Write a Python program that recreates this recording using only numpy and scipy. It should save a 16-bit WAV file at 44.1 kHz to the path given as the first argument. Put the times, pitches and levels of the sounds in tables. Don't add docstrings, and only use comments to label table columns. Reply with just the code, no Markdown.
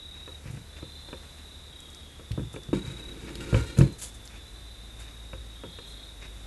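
import sys
import numpy as np
from scipy import signal
from scipy.fft import rfft, irfft
from scipy.io import wavfile
from scipy.ndimage import uniform_filter1d

SR = 44100
rng = np.random.default_rng(int(sys.argv[2]) if len(sys.argv) > 2 else 0)


def wrap_up_sound(samples):
    columns = np.atleast_2d(samples).T
    tamed = np.clip(columns, -1, 1)
    steps = np.round(tamed * 32767).astype(np.int16)
    wavfile.write(sys.argv[1], SR, steps)


N = 284886

# t/s, knock level/dB, thump over knock/dB, hardness/0-1, box pitch the spot favours/Hz
BLOWS = [(.277, -46.5, -8, .9, 110), (.456, -52, 17, 0.7, 106), (.501, -55, 18.5, .05, 124),
         (.537, -51.5, 14.5, 0, 139), (.572, -53, 12, 0.8, 153), (.825, -42.5, 2, 0.6, 130),
         (1.086, -50, -12, 0.8, 141), (1.129, -41.5, -7, 0.93, 109), (2.195, -48.5, -3, 0.76, 135),
         (2.309, -48, 22.5, .25, 99), (2.377, -32.5, 6.5, 0.16, 160), (2.395, -35, 1, 0.2, 130),
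         (2.430, -51.5, 18.5, 0.2, 121), (2.541, -45, 5, 0.67, 150), (2.562, -39, -18, .68, 150),
         (2.687, -45.5, 12, 0.2, 154), (2.730, -22.5, 0, 0.2, 210), (2.770, -33, -14, .03, 195),
         (2.842, -45, 9, .03, 110), (2.877, -55.5, 22, .03, 133), (3.527, -28, 10, .25, 108),
         (3.544, -29, 13.5, 0.91, 110), (3.582, -41, 1, .75, 165), (3.771, -41, 8, 0.8, 140),
         (3.786, -30.5, 19, .48, 130), (3.808, -26, 12.5, 0.58, 134), (5.332, -45, 10, 1, 89.5),
         (5.636, -40, -5, 0.62, 167), (5.654, -48, 5.5, .05, 167), (5.787, -48, -12.5, 0.97, 135)]
# f/Hz, level/dB, t60/s
BOX_MODES = [(57.7, 15, 0.32), (69, 11.5, 0.31), (96.7, 10, 0.13), (110.6, 6, 0.25), (135.4, 12, 0.13),
             (153, -5.5, 0.29), (172.3, 2, 0.17), (197.3, 2, 0.22)]
# f/Hz, level/dB, t60/s
BOARD_MODES = [(240.4, -10.5, 0.14), (291.7, 5.5, 0.055), (317, 4.5, 0.06), (353.5, 0, 0.096),
               (384, -14, 0.17), (424.5, 5.5, 0.039), (465, 1.5, 0.066), (522.6, -0.5, 0.081),
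               (573, -6, 0.056)]
# f/Hz, level/dB, t60/s
PLANK_MODES = [(950, -3, 0.095), (1157, 0, 0.042), (1291, 3, 0.067), (1401, -0.5, 0.059), (1543, 3, 0.043),
               (2320, 0, 0.035), (2374, 5, 0.028), (2597, 6, 0.036), (2870, -1.5, 0.025)]
# f/Hz, level/dB
CRACK_SPECTRUM = [(450, 14.5), (600, 1), (780, 2.5), (950, 10), (1100, 6), (1400, -24), (1700, 9),
                  (2050, -10.5), (2400, -2), (2950, 6), (3400, -5), (6000, -7.5), (12000, 2.5)]
# t/s, judder level/dB, rasp level/dB
SLIDE = [(2.73, -58, -49), (2.97, -46, -52), (3.07, -48, -59), (3.5, -40, -49), (3.61, -46, -49.5),
         (3.68, -45.5, -67), (3.8, -41, -47)]
# f/Hz, level/dB
RASP_SPECTRUM = [(400, -2), (750, -11), (930, 0.5), (1100, -11), (1400, 6), (1950, -1), (2400, 1.5),
                 (3200, -0.5), (4700, -4), (5600, -9), (6800, -5), (10200, -10.5), (12000, -15)]
# t/s, length/s, level/dB
SCUFFS = [(.13, 0.18, -58), (.43, 0.24, -52), (.76, 0.091, -50.5), (1.22, 0.056, -51.5), (1.38, 0.053, -56),
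          (3.27, 0.041, -48.5), (4.29, 0.15, -53.5), (4.97, 0.25, -54), (6.21, 0.1, -49.5)]
# f/Hz, level/dB
SCUFF_SPECTRUM = [(300, 1), (600, -5.5), (1100, -10), (1600, -4), (2100, -4.5), (2600, -1.5), (3300, -16),
                  (5000, -13.5), (7000, -17), (12000, -43)]
# t/s, length/s, level/dB
EAVE_SCRAPES = [(3.40, 0.084, -48), (3.47, 0.24, -49), (3.55, 0.15, -54), (3.66, 0.13, -47)]
# t/s, length/s, level/dB
RUSTLES = [(.5, 0.1, -57), (2.52, 0.079, -53), (3.773, 0.048, -42.5), (3.92, 0.039, -54),
           (3.98, 0.11, -45.5), (4.012, 0.099, -40.5), (4.14, 0.042, -53.5), (4.248, 0.03, -49.5),
           (4.99, 0.078, -54), (5.86, 0.15, -58)]
# f/Hz, level/dB
STRAW_SPECTRUM = [(800, -9), (2200, -8.5), (3200, -3.5), (5500, -4), (6700, 2), (7500, 4), (8600, -1),
                  (9900, 3.5), (11000, -3.5), (12000, -3.5)]
# t/s, level/dB, brightest f/Hz
SNAPS = [(1.804, -54, 8300), (1.902, -58, 8000), (1.948, -53.5, 7540), (2.317, -46, 3600),
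         (2.634, -55, 5560), (3.355, -44, 3800), (3.409, -50, 3170), (3.788, -40.5, 7220),
         (3.818, -43.5, 3500), (4.276, -51, 4886)]
CRICKET_VOICES = {"near": (3855, -48.5, 34, .41), "shrill": (4070, -55.5, 33, .38),
                  "slow": (3977, -58.5, 26, .46), "long": (3787, -55.5, 33, .6),
                  "middle": (3640, -55.5, 31.5, .52), "low": (3530, -57.5, 31, .45),
                  "lowest": (3326, -57.5, 30, .47)}
TRILL_STARTS = {"near": [-.04, 2.725], "shrill": [.8, 3.56, 5.69], "slow": [.57, 1.24, 4.4], "long": [-.3,
                1.42, 3.16, 4.98, 5.72], "middle": [.72, 4.55, 5.58], "low": [.69, 2.24, 4.03], "lowest":
                [1.72, 5.55]}
# t/s, level/dB
CHORUS = [(0, -52), (.45, -63), (1.1, -56.5), (4.2, -58.5), (6.46, -55.5)]
# t/s, firing rate/Hz, level/dB
ENGINE = [(0, 74.4, -50.5), (2.2, 73.1, -53.5), (2.6, 57.8, -50.5), (3.1, 56.48, -47), (4.5, 55.23, -48.5),
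          (5.55, 55.03, -45), (5.85, 53, -52.5), (6.46, 50.4, -46.5)]
# f/Hz, relative level/dB
AIR_SPECTRUM = [(20, -9), (45, 1), (80, -3), (130, -12), (250, -13.5), (500, -18.5), (900, -23),
                (1900, -23.5), (3000, -26.5), (5000, -29), (8000, -29.5), (12000, -30.5)]


def hoof_blows(push_s=0.004, flex_s=0.0045):
    out, t = np.zeros(N), np.arange(SR // 3) / SR
    for s, knock_db, weight_db, hardness, box_hz in BLOWS:
        board_hz = 260 * (536 / 260) ** hardness
        crack_db = -16 + 17.5 * hardness
        cut_hz = 1400 * (2600 / 1400) ** hardness
        thump = ring(BOX_MODES, t, favour(BOX_MODES, box_hz, reach_octaves=0.42))
        thump *= 1 - np.exp(-t / push_s)
        knock = ring(BOARD_MODES, t, favour(BOARD_MODES, board_hz, reach_octaves=0.61), scatter_db=3)
        knock *= 1 - np.exp(-t / flex_s)
        crack_decay = fade(t, t60=0.047) + undb(-23) * fade(t, t60=0.67)
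        crack = colour(rng.standard_normal(len(t)) * crack_decay, CRACK_SPECTRUM)
        planks = ring(PLANK_MODES, t, rng.choice([-1, 1], len(PLANK_MODES)), scatter_db=3)
        crack = cut(burst(crack) + undb(-7) * burst(planks), "low", cut_hz)
        blow = undb(weight_db) * burst(thump) + burst(knock) + undb(crack_db) * burst(crack)
        add(out, s, undb(knock_db) * blow)
    return cut(out, "high", hz=50)


def slipping(skid_judder_db=-26, skid_rasp_db=-40.5):
    now, t = np.arange(N) / SR, np.arange(SR // 3) / SR
    signs = (-1) ** np.arange(len(BOARD_MODES))
    boards = ring(BOARD_MODES, t, signs * favour(BOARD_MODES, hz=320, reach_octaves=0.56))
    box = ring(BOX_MODES, t, favour(BOX_MODES, hz=170, reach_octaves=0.5))
    judder = shake(grains(per_s=200, spread_db=3), burst(box) + burst(boards))
    grip = grains(per_s=2500, spread_db=3) * undb(2.9 * walk(60))
    planks = shake(grip, ring(PLANK_MODES, t))
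    rasp = unit(colour(grip, RASP_SPECTRUM)) + undb(-6) * planks
    scuffs = unit(colour(grip, SCUFF_SPECTRUM)) * rub_envelope(SCUFFS)
    scrape = colour(grains(per_s=2900, spread_db=7), RASP_SPECTRUM)
    eaves = unit(flutter(scrape, spacing_hz=467, bounce=0.75)) * rub_envelope(EAVE_SCRAPES)
    judder_db, rasp_db = curves(SLIDE)
    sliding = (now > SLIDE[0][0]) & (now < SLIDE[-1][0])
    slide = sliding * (judder * undb(judder_db) + rasp * undb(rasp_db))
    skid = skid_envelope() * (judder * undb(skid_judder_db) + rasp * undb(skid_rasp_db))
    return slide + skid + scuffs + eaves


def skid_envelope(full_thump_db=-13.5, rise_s=0.021):
    power, t = np.zeros(N), np.arange(SR // 3) / SR
    shape = np.minimum(t / rise_s, fade(t - rise_s, t60=0.19))
    for s, knock_db, weight_db, *_ in BLOWS:
        skid_db = 2 * (knock_db + weight_db - full_thump_db)
        add(power, s, (shape * undb(skid_db)) ** 2)
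    return np.sqrt(power)


def straw():
    crackle = colour(grains(per_s=3500, spread_db=5), STRAW_SPECTRUM)
    out = unit(crackle) * rub_envelope(RUSTLES)
    t = np.arange(SR // 16) / SR
    for s, db, hz in SNAPS:
        click = rng.standard_normal(len(t)) * (fade(t, t60=.004) + 0.27 * fade(t, t60=0.048))
        spectrum = [(hz / 6, -18), (hz / 2, -7), (hz, 0), (hz * 2, -13)]
        add(out, s, undb(db) * burst(colour(click, spectrum)))
    return out


def trill(length_s, hz, stroke_hz, sag=.035, arch=.042, duty=.74, warm_up_s=.05, swell_s=0.004):
    t = np.arange(int(length_s * SR)) / SR
    stroke, phase = (t * stroke_hz).astype(int), t * stroke_hz % 1
    detune, accent = rng.standard_normal((512, 2))[stroke].T
    along = np.minimum(phase / duty, 1)
    speed = np.abs(np.sin(np.pi * along))
    teeth = unit(uniform_filter1d(rng.standard_normal(len(t)), size=90))
    pitch = hz * (1 + sag * (.5 - along) + arch * (speed - .85) + .004 * detune + 0.00778 * teeth)
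    pitch *= 1 - 0.0159 * np.exp(-t / warm_up_s)
    force = speed ** 0.81 * undb(0.97 * accent) * (1 - np.exp(-t / swell_s))
    return unit(force * np.sin(2 * np.pi * np.cumsum(pitch) / SR))


def crickets(echo_db=-58):
    out = np.zeros(N)
    for name, (hz, db, stroke_hz, length_s) in CRICKET_VOICES.items():
        blur_db = echo_db - db
        whole_strokes_s = round(length_s * stroke_hz) / stroke_hz
        for start in TRILL_STARTS[name]:
            song = np.pad(trill(whole_strokes_s, hz, stroke_hz), (0, SR // 4))
            blurred = garden_echo(song, blur_db, t60=0.32) / np.hypot(1, undb(blur_db))
            add(out, start, undb(db) * blurred)
    return out


def cricket_chorus(count=13, centre_hz=3700, spread=0.093):
    chorus = np.zeros(N)
    for offset in np.linspace(-1, 1, count):
        song = trill(N / SR + 1, centre_hz * (1 + spread * offset), stroke_hz=rng.uniform(29, 35))
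        chorus += song[:N] * undb(walk(2.034) - 14 * offset ** 2)
    return unit(garden_echo(chorus, wet_db=-1.5, t60=0.29)) * undb(curves(CHORUS)[0])


def engine(octave_db=-12):
    hz, db = curves(ENGINE)
    phase = 2 * np.pi * np.cumsum(hz * (1 + 0.0046 * walk(8.8))) / SR
    return unit(np.sin(phase) + undb(octave_db) * np.sin(2 * phase)) * undb(db + walk(2))


def air(level_db=-48.5):
    hush = rng.standard_normal(N) * undb(.5 * walk(4.9))
    return undb(level_db) * unit(colour(hush, AIR_SPECTRUM))


def garden_echo(x, wet_db, t60):
    t = np.arange(SR // 2) / SR
    tail = rng.standard_normal(len(t)) * fade(t, t60) * (1 - np.exp(-t / 0.02))
    tail /= np.sqrt(np.sum(tail ** 2))
    return x + undb(wet_db) * signal.fftconvolve(x, tail)[:len(x)]


def flutter(x, spacing_hz, bounce):
    lag = np.exp(-2j * np.pi * np.fft.rfftfreq(2 * N, 1 / SR) / spacing_hz)
    return irfft(rfft(x, 2 * N) / (1 - bounce * lag))[:N]


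def ring(modes, t, weights=1, scatter_db=1):
    hz, db, t60 = np.transpose(modes)
    gain = weights * undb(db + scatter_db * rng.standard_normal(len(hz)))
    return gain @ (np.sin(2 * np.pi * hz[:, None] * t) * fade(t, t60[:, None]))


def favour(modes, hz, reach_octaves):
    return 1 / (1 + (np.log2(np.transpose(modes)[0] / hz) / reach_octaves) ** 2)


def shake(slips, response):
    return unit(signal.fftconvolve(slips, response)[:N])


def rub_envelope(rubs, rise=0.13):
    t = np.arange(N) / SR
    return sum(undb(db) * np.interp(t, [s, s + rise * length, s + 0.98 * length], [0, 1.3, 0])
               for s, length, db in rubs)


def grains(per_s, spread_db):
    clicks = (rng.random(N) < per_s / SR) * rng.choice([-1, 1], N)
    strength = undb(spread_db * np.minimum(rng.standard_normal(N), 2))
    return unit(clicks * strength + 1e-9)


def walk(per_s):
    step = int(SR / per_s)
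    held = np.repeat(rng.standard_normal(N // step + 1), step)
    return unit(uniform_filter1d(held, step)[:N])


def colour(x, spectrum, size=4096):
    hz, db = np.transpose(spectrum)
    log_hz = np.log(np.fft.rfftfreq(size, 1 / SR) + 1)
    gain = undb(np.interp(log_hz, np.log(hz), db))
    cepstrum = irfft(np.log(gain))
    cepstrum[1:size // 2] *= 2
    cepstrum[size // 2 + 1:] = 0
    return signal.fftconvolve(x, irfft(np.exp(rfft(cepstrum))))[:len(x)]


def cut(x, keep, hz):
    return signal.sosfilt(signal.butter(2, hz, keep, fs=SR, output="sos"), x)


def fade(t, t60):
    return np.exp(-np.log(1000) * t / t60)


def curves(table):
    s, *columns = np.transpose(table)
    return [np.interp(np.arange(N) / SR, s, column) for column in columns]


def add(out, s, x):
    i = int(s * SR)
    x, i = x[max(-i, 0):], max(i, 0)
    out[i:i + len(x)] += x[:max(N - i, 0)]


def undb(db):
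    return 10 ** (np.asarray(db) / 20)


def unit(x):
    return x / np.sqrt(np.mean(x ** 2))


def burst(x):
    return x / np.sqrt(np.sum(x ** 2) / (.02 * SR))


def scene():
    knocks = garden_echo(hoof_blows(), wet_db=-16, t60=.3)
    rubs = garden_echo(slipping() + straw(), wet_db=-13, t60=0.26)
    return (knocks + rubs + crickets() + cricket_chorus() + engine() + air())[None]


def record(dry):
    top_hz = 11800
    lowpass = signal.ellip(12, .1, 80, top_hz, fs=SR, output="sos")
    return signal.sosfilt(lowpass, cut(dry, "high", hz=22))


dry = scene()
out = record(dry)
wrap_up_sound(out)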